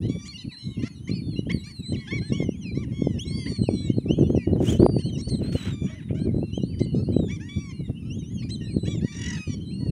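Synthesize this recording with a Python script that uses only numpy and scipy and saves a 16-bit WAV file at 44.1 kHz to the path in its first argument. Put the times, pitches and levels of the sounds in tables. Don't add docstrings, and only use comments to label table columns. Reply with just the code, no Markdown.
import sys
import numpy as np
from scipy import signal
from scipy.fft import rfft, irfft
from scipy.io import wavfile
from scipy.ndimage import uniform_filter1d

SR = 44100
rng = np.random.default_rng(int(sys.argv[2]) if len(sys.argv) > 2 else 0)


def store_wav(level_fs):
    pcm = np.round(np.clip(np.atleast_2d(level_fs), -1, 1) * 32767)
    wavfile.write(sys.argv[1], SR, pcm.T.astype(np.int16))


N = 437031
TIME = np.arange(N) / SR

# start_s, length_s, first_hz, top_hz, last_hz,
# top_at (share of the length, held to 0.1-0.9), level_db, overtone_db (second harmonic, relative)
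WHISTLE_ARCHES = [(0.023, 0.12, 3900, 4100, 3340, 0.42, -60.5, -49),
                  (0.386, 0.031, 3935, 4030, 3700, 0.3, -46.5, -41),
                  (0.51, 0.17, 3870, 4090, 4020, 0.36, -47, -20),
                  (0.55, 0.21, 4230, 4153, 3680, 0, -53.5, -21),
                  (0.793, 0.2, 4240, 4350, 4030, 0.6, -60, -19),
                  (1.83, 0.098, 3880, 4090, 3840, 1, -43.5, -10),
                  (1.958, 0.051, 3720, 4180, 4450, 1, -50.5, -42),
                  (2.093, 0.11, 4220, 4340, 4100, 0.22, -54, -19),
                  (2.178, 0.14, 3989, 4180, 3600, 0.6, -49, -14.5),
                  (2.634, 0.16, 4100, 4120, 3845, 0.28, -54.5, -37),
                  (3.268, 0.39, 3850, 4680, 3946, 0.34, -45, -11),
                  (3.466, 0.13, 4080, 4430, 4130, 0.2, -49, -12),
                  (3.64, 0.17, 4090, 4290, 3990, 0.23, -54.5, -4.5),
                  (3.754, 0.14, 4100, 4060, 3720, 0, -46.5, -9),
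                  (3.937, 0.074, 4190, 4280, 3680, 0.47, -57, -16),
                  (4.09, 0.35, 3780, 4240, 4180, 0.1, -66, -10),
                  (4.788, 0.29, 4090, 4714, 4060, 0.23, -48.5, -10.5),
                  (5.041, 0.062, 4410, 4330, 3820, 0.37, -49, -9),
                  (5.215, 0.18, 4150, 4470, 3960, 0.3, -48, -5.5),
                  (5.299, 0.056, 4170, 4150, 3760, 0.6, -44, -9.5),
                  (6.191, 0.073, 3850, 4290, 3850, 0.8, -56.5, -10),
                  (6.355, 0.31, 3950, 4120, 3670, 0.3, -62.5, -14),
                  (6.63, 0.32, 4010, 4660, 4180, 0.34, -58, -16),
                  (6.811, 0.04, 3955, 4120, 3570, 1, -51.5, -3.5),
                  (6.974, 0.15, 3940, 4760, 4600, 1, -65.5, -10),
                  (7.127, 0.18, 4110, 3950, 3230, 0.1, -52, -11.5),
                  (7.724, 0.095, 4230, 4290, 3860, 0.2, -60, -15),
                  (8.388, 0.05, 4380, 4390, 4130, 0.3, -54.5, -26),
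                  (8.507, 0.052, 3860, 4160, 3640, 0.5, -42, -13),
                  (8.636, 0.16, 3740, 4290, 3580, 0.8, -53, -10.5),
                  (8.793, 0.21, 4030, 3985, 3450, 0.2, -52, -6),
                  (9.044, 0.12, 4165, 4500, 3760, 0.15, -60, -24),
                  (9.472, 0.11, 4340, 4440, 4130, 1, -57.0, -29),
                  (9.66, 0.24, 3930, 4410, 4140, 1, -52.5, -12.5)]
# start_s, length_s, first_hz, top_hz, last_hz, top_at (share), level_db, overtone_db
PIPE_ARCHES = [(0.343, 0.028, 2820, 2880, 2730, 1, -45, -13),
               (0.391, 0.061, 3047, 3110, 2470, 0.12, -55.5, -16),
               (0.49, 0.035, 2750, 2670, 2215, 0.1, -52.5, -26),
               (1.36, 0.048, 2710, 2940, 2920, 1, -46.5, -15.5),
               (1.935, 0.026, 3100, 3093, 2186, 0.058, -46.5, -18),
               (3.191, 0.048, 2700, 3320, 3700, 0.76, -41, -7.5),
               (3.33, 0.13, 3200, 3360, 3210, 0.28, -53, -32),
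               (3.629, 0.062, 2960, 3020, 2370, 0.068, -48.5, -13),
               (3.88, 0.058, 2685, 3100, 3000, 1, -54.5, -17),
               (5.021, 0.093, 2740, 3170, 3120, 1, -51.5, -13),
               (5.124, 0.045, 3030, 3030, 2700, 0.13, -50.5, -7),
               (5.55, 0.043, 2770, 3040, 2800, 0.83, -48, -26),
               (8.5, 0.23, 3200, 3180, 2230, 0.071, -57, -8.5),
               (8.875, 0.057, 3300, 3470, 3300, .55, -47.5, -20),
               (9.439, 0.3, 2895, 3090, 3130, 0.2, -61, -21),
               (9.722, 0.076, 2850, 2810, 2880, 0.9, -60.5, -15)]
# start_s, length_s, first_hz, top_hz, last_hz, top_at (share), level_db, overtone_db
COO_ARCHES = [(5.9, .09, 609, 638, 564, 0.44, -57, -34), (6.13, .07, 612, 633, 635, 0.55, -54, -29)]
# start_s, length_s, first_hz, top_hz, last_hz, top_at (share), level_db,
# overtone_db (sets the upper harmonics in throat())
CRY_ARCHES = [(0.09, 0.25, 1118, 1176, 1050, 0.83, -56, -4), (0.375, 0.057, 1050, 1022, 974, 0.1, -61, -3),
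              (0.58, 0.29, 1080, 1084, 1072, 0.11, -65.5, -5.5),
              (1.64, 0.082, 1090, 1204, 1020, 0.5, -59.5, -0.5),
              (1.96, 0.13, 1140, 1108, 976, 0.3, -58, -8), (2.076, 0.041, 798, 896, 870, 0.93, -50.5, -11),
              (2.109, 0.084, 1032, 1138, 1007, 0.65, -45, -16), (2.22, 0.1, 787, 883, 880, 0.86, -59.5, -9),
              (2.322, 0.12, 1080, 1123, 1037, 0.19, -47.5, -13.5),
              (2.75, 0.1, 1005, 1173, 835, 0.66, -56, -9), (2.92, 0.27, 1054, 1100, 849, 0.2, -57.5, -8),
              (3.25, 0.28, 1080, 1093, 910, 0.14, -58, -3), (3.49, 0.083, 1124, 1190, 1110, 0.7, -58.5, 2),
              (3.7, 0.22, 1137, 1142, 1070, 0.33, -61.5, -5),
              (5.729, 0.22, 1189, 1184, 1112, 0.16, -56, -11),
              (6.951, 0.066, 1197, 1314, 1320, 1, -62, -0.5),
              (7.3, 0.071, 1096, 1182, 1030, 0.69, -51, -10.5),
              (7.401, 0.097, 795, 963, 964, 0.98, -57.5, -11),
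              (7.49, 0.23, 1139, 1154, 1032, 0.47, -51, -9.5),
              (8.872, 0.09, 1097, 1175, 1004, 0.56, -56.5, -2),
              (9.012, 0.075, 830, 972, 950, 1, -55.5, -8.5),
              (9.08, 0.27, 1133, 1168, 1048, 0.084, -58.5, 3),
              (9.33, 0.22, 1266, 1274, 1110, 0.17, -54.5, 1.5)]
# start_s, length_s, final_hz, level_db, overtone_db (as for the cries)
YELPS = [(0.017, 0.054, 1028, -61.5, -9), (0.255, 0.0282, 1150, -52.5, -1), (0.824, 0.057, 690, -54.5, -9),
         (1.077, 0.03, 1196, -54, -5.5), (1.497, 0.023, 1108, -41, -20), (1.92, 0.029, 1096, -58, -15),
         (3.462, 0.027, 1081, -49.5, -21), (4.986, 0.032, 1037, -59, -4), (5.176, 0.038, 1120, -61, 5.5),
         (5.285, 0.017, 1058, -60.5, 4.5), (5.865, 0.051, 644, -61, -30), (6.021, 0.016, 492, -64, -30),
         (6.088, 0.034, 347, -62.5, -41), (6.148, 0.047, 799, -63.5, -6.5), (6.793, 0.011, 1056, -60.5, -1),
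         (7.283, 0.035, 988, -60, -5), (8.423, 0.017, 1180, -56.5, -21), (8.491, 0.017, 1050, -58, 3.5),
         (8.853, 0.032, 963, -53.5, -10)]
# [(time_s, pitch_hz, level_db), ..]
WAVERING_CALLS = [(-77, [(0.283, 4130, -39.5), (0.335, 4660, -50), (0.4, 4180, -55), (0.48, 4420, -58.5),
                  (0.6, 4160, -49)]), (-64.5, [(0.79, 2700, -48), (0.9, 3470, -82), (0.972, 2840, -67),
                  (1.065, 3200, -69), (1.14, 2560, -53), (1.21, 2330, -57)]), (-78, [(1.112, 4080, -42),
                  (1.16, 4530, -46), (1.24, 4300, -57.5), (1.29, 4430, -55), (1.35, 4120, -48),
                  (1.41, 3950, -52)]), (-62, [(1.525, 4570, -42), (1.555, 4530, -46), (1.605, 3810, -51.5),
                  (1.71, 4520, -51), (1.81, 3910, -47)]), (-58, [(2.325, 2714, -41), (2.395, 3470, -51),
                  (2.495, 2780, -57), (2.59, 3450, -66), (2.66, 2575, -45.5), (2.712, 2300, -45)]),
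                  (-59.5, [(4.085, 2575, -45.5), (4.115, 2970, -34), (4.168, 3420, -63), (4.245, 2780, -54),
                  (4.335, 3300, -64), (4.4, 2480, -46), (4.46, 2190, -52.5)]), (-50, [(4.668, 2780, -40),
                  (4.695, 3220, -32), (4.715, 3650, -56), (4.742, 2890, -39), (4.775, 3220, -54)]),
                  (-61, [(5.43, 4040, -47), (5.525, 4410, -50), (5.62, 3880, -46.5), (5.68, 4030, -52),
                  (5.745, 3590, -53), (5.92, 3320, -63)]), (-58.5, [(6.53, 2880, -43), (6.577, 3276, -47),
                  (6.607, 2770, -52), (6.635, 2980, -52)]), (-88, [(6.68, 3060, -64), (6.78, 3010, -62.5),
                  (6.88, 2990, -59), (6.96, 2900, -58)]), (-86, [(7.73, 2790, -57), (7.82, 2900, -67),
                  (7.935, 2690, -69), (7.975, 2910, -50), (8, 3170, -71), (8.04, 2870, -74),
                  (8.09, 2940, -63)]), (-58, [(8.1, 2645, -43), (8.17, 3440, -62), (8.24, 2770, -60),
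                  (8.33, 3400, -68), (8.39, 3130, -52), (8.425, 2510, -57), (8.48, 2350, -57)])]
# start_s, length_s, first_hz, top_hz, last_hz, top_at (share), level_db
RATTLE_ARCH = (9.12, .27, 900, 968, 830, .7, -49)
# frequency_hz, gain_db
THROAT_RESPONSE = [(600, -13.5), (1100, -13), (1600, 1), (2150, 2.5), (2700, -2.5), (3400, -2.5),
                   (4400, -11.5), (5700, -1.5), (7000, -10.5), (8200, -20.5), (10000, -24), (11500, -43)]
# pitch_hz, gain_db
PITCH_CARRY = [(2200, 2.5), (2500, -4.5), (2900, -2), (3400, -3.5), (3700, -1), (4050, 3), (4300, 2),
               (4550, 5.5), (4800, -2)]
# frequency_hz, density_db (per Hz)
RUMBLE_SPECTRUM = [(25, -32), (60, -2.5), (95, 4.5), (190, 2.5), (300, -5.5), (450, -25.5), (700, -55),
                   (2000, -100)]
# time_s, level_db
BREEZE_LEVEL = [(0, -33), (.58, -51), (1.3, -28), (1.72, -42), (2.7, -32), (3.5, -36.5), (4.3, -32),
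                (5.3, -33), (6, -36), (7, -36), (7.7, -35), (8.9, -34.5), (9.45, -47.5), (9.9, -24.5)]
# start_s, length_s, level_db
GUST_EVENTS = [(0, 0.18, -26), (0.446, 0.042, -28), (0.645, 0.084, -31), (0.772, 0.082, -26.5),
               (1.1, 0.084, -29.5), (1.464, 0.12, -27), (1.785, 0.037, -34), (1.892, 0.1, -25.5),
               (2.113, 0.11, -26), (2.295, .2, -27), (2.697, 0.25, -30.5), (2.983, 0.21, -27),
               (3.26, 0.17, -28.5), (3.456, 0.075, -25.5), (3.587, 0.062, -26), (3.688, 0.076, -22),
               (3.783, 0.22, -28), (4.049, 0.11, -24), (4.168, 0.063, -21.5), (4.213, 0.18, -22.5),
               (4.473, 0.31, -21), (4.791, 0.085, -18), (4.864, 0.14, -23.5), (5.04, 0.18, -26),
               (5.269, 0.3, -25), (5.653, 0.1, -27.5), (5.806, 0.063, -24), (6.094, 0.092, -27),
               (6.194, 0.261, -24.5), (6.53, 0.38, -30), (6.8, 0.051, -24.5), (6.921, 0.13, -23.5),
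               (7.07, 0.22, -23.5), (7.283, 0.15, -32), (7.558, 0.041, -28.5), (7.796, 0.024, -25),
               (7.878, 0.035, -24), (8.052, 0.18, -30), (8.315, 0.37, -31.5), (8.694, 0.11, -27.5),
               (8.826, 0.24, -26), (9.149, 0.26, -29.5), (9.47, 0.14, -29), (9.622, 0.38, -32.5)]
# time_s, peak_db, centre_hz
EDDIES = [(0.099, -10.5, 178), (0.837, -11, 166), (1.096, -16.5, 189), (1.115, -14, 163),
          (1.393, -10.5, 190), (1.547, -10.5, 169), (1.923, -17.5, 249), (2.322, -10, 212),
          (2.404, -12, 233), (2.426, -12.5, 268), (2.492, -9.5, 227), (2.776, -10, 184), (3.022, -7.5, 209),
          (3.072, -7, 267), (3.618, -8.5, 149), (3.69, -5.5, 297.4), (3.902, -4, 166), (3.985, -7.5, 219),
          (4.062, -13, 208), (4.11, -4.5, 214), (4.212, -3.5, 202), (4.35, -7, 270), (4.377, -7, 242),
          (4.476, -9.5, 240), (4.534, -7, 250), (4.605, -7.5, 284), (4.799, -4, 200), (4.864, -1.5, 450),
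          (4.967, -8.5, 270), (5.821, -15, 150), (6.109, -16, 248), (6.131, -16.5, 240),
          (6.292, -11.5, 208), (6.346, -14, 220), (6.384, -17, 265), (6.43, -13.5, 283), (6.579, -14, 281),
          (6.637, -11, 210), (6.817, -6, 220), (6.948, -9.5, 216), (7.089, -15, 272), (7.167, -3.5, 230),
          (8.768, -7, 192), (9.048, -10.5, 180)]
# peak_s, rise_s, fall_s (each spans 20 dB), # level_db,
# treble_db (relative to the body)
BURSTS = [(4.69, .085, 0.095, -38, 4), (5.46, 0.07, .08, -46, -20), (5.526, 0.006, 0.025, -42, 0),
          (5.575, 0.055, 0.15, -42.5, -4), (5.67, .075, .08, -37.5, -16), (5.9, 0.09, 0.16, -50, -22)]
# frequency_hz, density_db (per Hz)
BURST_SPECTRUM = [(400, -0.5), (1000, -0.5), (1500, -1), (2200, -1.5), (3200, 0), (4600, -11.5),
                  (6000, -2.5), (9000, -10), (12000, -21.5), (15500, -21)]
# frequency_hz, density_db (per Hz)
AIR_SPECTRUM = [(900, 7), (1500, 1), (3000, -1), (5000, -5), (8600, -7), (11000, -10), (12000, -13),
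                (15500, -14)]
# start_s, end_s, pitch_hz, level_db, strokes_per_s (wing strokes)
INSECT_BUZZES = [(0, 9.95, 9600, -72, 47), (0, 1.8, 10250, -72.5, 39)]

AIR_DB, EDGE_HZ, BANK_T60_S = -69, 15700, .33
GUST_RISE_S, GUST_FALL_S = .012, .023
FAR_DB, FAR_DULL_DB, FAR_HISS_DB = -58, 7, -19
SAG = .016
CRY_FADE_DB, PIPE_FADE_DB, WHISTLE_FADE_DB = 1.5, -2.5, 1
WHISTLE_JITTER, CRY_JITTER = .0028, .003
CRY_HISS_DB = -22
GLIDE_S = .02
OVERTONE_FOLLOWS = .52
RASP_RISE = .17
RASP_HISS_DB, RASP_HARSHENING_DB = -21, 16
SNAP_S, SNAP_DB = .002, 4
RATTLE_HZ, RATTLE_THROB_DB = 43.6, 2.5
RATTLE_SWELL_DB = 10


def amp(db):
    return 10 ** (np.asarray(db) / 20)


def unit(x):
    return x / np.sqrt(np.mean(x ** 2) + 1e-20)


def read(points, hz):
    f, db = np.transpose(points)
    return np.interp(np.log(hz + 1), np.log(f + 1), db)


def add(mix, s, sound):
    part = mix[max(0, round(s * SR)):][:len(sound)]
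    part += sound[:len(part)]


def noise(colour):
    spectrum = rfft(rng.standard_normal(N))
    gain = amp(read(colour, np.fft.rfftfreq(N, 1 / SR)))
    return unit(irfft(spectrum * gain, N))


def wander(t, rate_hz):
    hz = rate_hz * np.geomspace(.2, 1, 12)[:, None]
    chance = rng.random((12, 2))
    phase, detune = chance[:, :1], 1 - chance[:, 1:] / 10
    return np.sin(2 * np.pi * (hz * detune * t + phase)).sum(0) / np.sqrt(len(hz) / 2)


def band(x, hz, kind, order=2):
    sos = signal.butter(order, min(hz, SR / 2 - 100), kind, fs=SR, output="sos")
    return signal.sosfiltfilt(sos, x)


def air():
    return amp(AIR_DB) * noise(AIR_SPECTRUM)


def insects():
    out = np.zeros(N)
    for start, end, hz, db, strokes in INSECT_BUZZES:
        buzz = noise([(hz * .8, -45), (hz * .94, -9), (hz, 0), (hz * 1.04, -9), (hz * 1.11, -45)])
        singing = uniform_filter1d(1. * (TIME >= start) * (TIME < end), size=3000)
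        pulses = 1 + .24 * np.sin(2 * np.pi * strokes * TIME + wander(TIME, 2.6))
        out += amp(db) * singing * buzz * pulses
    return out


def wind_level():
    power = amp(np.interp(TIME, *np.transpose(BREEZE_LEVEL))) ** 2
    for start, length, db in GUST_EVENTS:
        gate = np.minimum((TIME - start) / GUST_RISE_S, (start + length - TIME) / GUST_FALL_S)
        power += (amp(db) * np.clip(gate + .5, 0, 1)) ** 2
    return 10 * np.log10(power)


def wind():
    level_db = wind_level()
    lumps_db = 2 * wander(TIME, 45)
    rumble = noise(RUMBLE_SPECTRUM) * amp(level_db + lumps_db - 1)
    roar = noise([(150, -8), (350, 13), (650, -7.5), (950, -26), (1500, -34.5), (6000, -55.5)])
    roar_db = -34 + 2.71 * (level_db + 22.5) + 2.77 * lumps_db
    return rumble + roar * amp(roar_db)


def buffets():
    out, t = np.zeros(N), np.arange(-1500, 1500) / SR
    bass_cut = signal.butter(2, 70, "high", fs=SR, output="sos")
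    for s, db, hz in EDDIES:
        spike = ((1 + 2j * np.pi * hz * t / 3) ** -4).real
        add(out, s + t[0], amp(db) * spike)
    return signal.sosfilt(bass_cut, out)


def overload(x):
    return x / (1 + (x / .85) ** 6) ** (1 / 6)


def grainy_bursts():
    grain = noise(BURST_SPECTRUM) * amp(2.4 * wander(TIME, 160) + 1.5 * wander(TIME, 50))
    grain = unit(grain)
    clumps = np.zeros(N)
    for hz in 1400 * 1.3 ** np.arange(4):
        below = band(noise(BURST_SPECTRUM), hz * 1.17, "low", order=4)
        clumps += band(below, hz, "high", order=4) * amp(2 * wander(TIME, 70))
    body = .6 * band(grain, 4500, "low") + .55 * unit(clumps)
    treble = band(grain, 4500, "high")
    out = np.zeros(N)
    for s, rise_s, fall_s, db, treble_db in BURSTS:
        away = np.maximum((s - TIME) / rise_s, (TIME - s) / fall_s)
        swell = amp(db - 20 * np.minimum(away, 10) ** 1.8)
        out += swell * (body + amp(treble_db) * treble)
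    return amp(-3.5) * out


def bank(x):
    t = np.arange(SR) / SR
    echoes = rng.standard_normal(SR) * (rng.random(SR) < 2000 / SR)
    taps = echoes * amp(-60 * t / BANK_T60_S) * (t > .006)
    tail = band(taps, 8000, "low", order=1)
    return signal.fftconvolve(x, tail / np.linalg.norm(tail))[:N]


def far_birds(count=132, spread_db=10):
    out = np.zeros(N)
    for k, (when, which, size, distance, pace) in enumerate(rng.random((count, 5))):
        kind = (WHISTLE_ARCHES, PIPE_ARCHES, CRY_ARCHES, PIPE_ARCHES)[k % 4]
        _, _, *pitches, top_at, _, overtone_db = kind[int(which * len(kind))]
        start = (k + when) / count * N / SR
        length = .03 + .1 * pace ** 2
        pitches = np.multiply(pitches, .84 + .2 * size)
        level_db = FAR_DB - spread_db * distance
        call = (start, length, *pitches, top_at, level_db, min(overtone_db, -6) - FAR_DULL_DB)
        if kind is CRY_ARCHES:
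            sound = cry(call, CRY_FADE_DB, CRY_JITTER, FAR_HISS_DB, harshening_db=0, edge_s=.02)
        else:
            sound = whistle(call, WHISTLE_FADE_DB, third_db=-26.5, fall_db=15, jitter=WHISTLE_JITTER,
                            flutter_db=1.5)
        add(out, *sound)
    return out


def syrinx(arch, fade_db, jitter, jitter_hz, flutter_db, edge_s):
    start, length, first_hz, top_hz, last_hz, top_at, db = arch
    t = np.arange(start - edge_s / 2, start + length + edge_s / 2, 1 / SR)
    u, top_at = (t - start) / length, np.clip(top_at, .1, .9)
    climb = np.clip(1 - u / top_at, 0, 1.1)
    drop = np.clip((u - top_at) / (1 - top_at), 0, 1.1)
    pitch = top_hz - (top_hz - first_hz) * climb ** 2 - (top_hz - last_hz) * drop ** 2
    inside = np.clip(np.minimum(t - t[0], t[-1] - t) / edge_s, 0, 1)
    pitch = pitch * (1 + jitter * wander(t, jitter_hz) + .004 * wander(t, 30) - SAG * (1 - inside) ** 2)
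    loud = np.sin(np.pi / 2 * inside) ** 2 * amp(-fade_db * u + flutter_db * wander(t, 55))
    return t, pitch, amp(db) * unit(loud)


def throat(t, pitch, overtone_db, hiss_db):
    phase = 2 * np.pi * np.cumsum(pitch) / SR
    voice = np.zeros(len(t))
    for k in range(1, 14):
        bright_db = (overtone_db + 4.5) * np.clip((k * pitch - 3000) / 2200, 0, 1)
        angle = k * phase + k ** 2
        partial = np.sin(angle) + amp(hiss_db) * wander(t, 520) * np.cos(angle)
        voice += amp(read(THROAT_RESPONSE, k * pitch) + bright_db + 4.07 * wander(t, 9)) * partial
    return voice


def rattle():
    t, pitch, loud = syrinx(RATTLE_ARCH, 0, .014, 300, 1, .018)
    start, length, _, _, _, top_at, _ = RATTLE_ARCH
    swell = np.interp(t, [t[0], start + length * top_at, t[-1]], [0, 1, 0])
    loud = loud * unit(amp(RATTLE_SWELL_DB * swell))
    beat = np.cos(2 * np.pi * RATTLE_HZ * (t - 9.218) + .5 * wander(t, 30))
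    bright_db = -14 + np.sqrt(loud / loud.max()) * (6 + 10 * np.tanh(3 * beat - .5))
    pulse_arch = 1 + .025 * beat + .012 * wander(t, 60)
    hoarse_db = -9 - 5 * beat
    throb = unit(amp(RATTLE_THROB_DB * beat))
    return t[0], loud * throb * throat(t, pitch * pulse_arch, bright_db, hoarse_db)


def cry(call, fade_db, jitter, hiss_db, harshening_db, edge_s):
    *arch, overtone_db = call
    t, pitch, loud = syrinx(arch, fade_db, jitter, 240, .95, edge_s)
    growing_hiss_db = hiss_db + harshening_db * np.linspace(0, 1, len(t))
    return t[0], loud * throat(t, pitch, overtone_db, growing_hiss_db)


def rasp(start, length, hz, db, overtone_db):
    call = (start, length, hz * (1 - RASP_RISE), hz, hz, 1, db, overtone_db)
    s, voice = cry(call, fade_db=-2, jitter=.007, hiss_db=RASP_HISS_DB,
                   harshening_db=RASP_HARSHENING_DB, edge_s=.014)
    t = s + np.arange(len(voice)) / SR
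    crack = band(rng.standard_normal(len(t)), 1500, "high")
    crack = unit(band(crack, 9500, "low", order=4))
    snap = np.exp(-((t - start - length + SNAP_S) / SNAP_S) ** 2)
    return s, voice + crack * amp(db + SNAP_DB + overtone_db / 2) * snap


def waver(overtone_db, points):
    s, hz, db = np.transpose(points)
    edge_s = .012
    t = np.arange(s[0] - edge_s / 2, s[-1] + edge_s / 2, 1 / SR)
    pitch = uniform_filter1d(np.interp(t, s, hz), round(GLIDE_S * SR), mode="nearest")
    unsteady = 1 + .0029 * wander(t, 260) + .0027 * wander(t, 30)
    phase = 2 * np.pi * np.cumsum(pitch * unsteady) / SR
    level_db = np.interp(t, s, db) + 1.2 * wander(t, 55)
    octave_db = overtone_db + OVERTONE_FOLLOWS * (level_db - db.mean()) + 4.9 * wander(t, 25)
    overtones = amp(octave_db) * (np.sin(2 * phase) + amp(-16) * np.sin(3 * phase))
    voice = amp(level_db) * np.sin(phase) + overtones
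    return t[0], np.sqrt(2) * voice * np.clip(np.minimum(t - t[0], t[-1] - t) / edge_s, 0, 1)


def whistle(call, fade_db, third_db, fall_db, jitter, flutter_db):
    *arch, overtone_db = call
    t, pitch, loud = syrinx(arch, fade_db, jitter, 260, flutter_db, edge_s=.026)
    phase = 2 * np.pi * np.cumsum(pitch) / SR
    levels = [overtone_db, overtone_db + third_db, overtone_db + third_db - fall_db]
    overtones = sum(amp(db + 3.5 * wander(t, 22)) * np.sin(k * phase) for k, db in enumerate(levels, 2))
    fundamental = unit(amp(read(PITCH_CARRY, pitch))) * np.sin(phase)
    return t[0], np.sqrt(2) * loud * (fundamental + overtones)


def near_birds():
    whistles, pipes, cries, rasps, wavers = np.zeros((5, N))
    for row in WAVERING_CALLS:
        add(wavers, *waver(*row))
    for call in WHISTLE_ARCHES:
        add(whistles, *whistle(call, WHISTLE_FADE_DB, third_db=-33.5, fall_db=3.5, jitter=WHISTLE_JITTER,
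                               flutter_db=1.63))
    for call in PIPE_ARCHES:
        add(pipes, *whistle(call, PIPE_FADE_DB, third_db=-11, fall_db=16, jitter=.0022, flutter_db=2.5))
    for call in COO_ARCHES:
        add(pipes, *whistle(call, 0, third_db=-9, fall_db=21, jitter=.01, flutter_db=4.5))
    for call in CRY_ARCHES:
        add(cries, *cry(call, CRY_FADE_DB, CRY_JITTER, CRY_HISS_DB, harshening_db=3, edge_s=.016))
    for row in YELPS:
        add(rasps, *rasp(*row))
    add(rasps, *rattle())
    return wavers + amp(-.5) * whistles + amp(.6) * pipes + amp(3.16) * cries + amp(4) * rasps


def scene():
    near, far = near_birds(), far_birds()
    birds = near + far + amp(-20) * bank(near + 2 * far)
    gusts = overload(band(wind(), 32, "high") + buffets())
    return (birds + insects() + air() + gusts + grainy_bursts())[None]


def record(dry):
    dry = dry * signal.windows.tukey(N, .002)
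    low_pass = signal.firwin(511, EDGE_HZ, window=("kaiser", 9), fs=SR)
    return signal.oaconvolve(dry, low_pass[None], "same")


dry = scene()
out = record(dry)
store_wav(out)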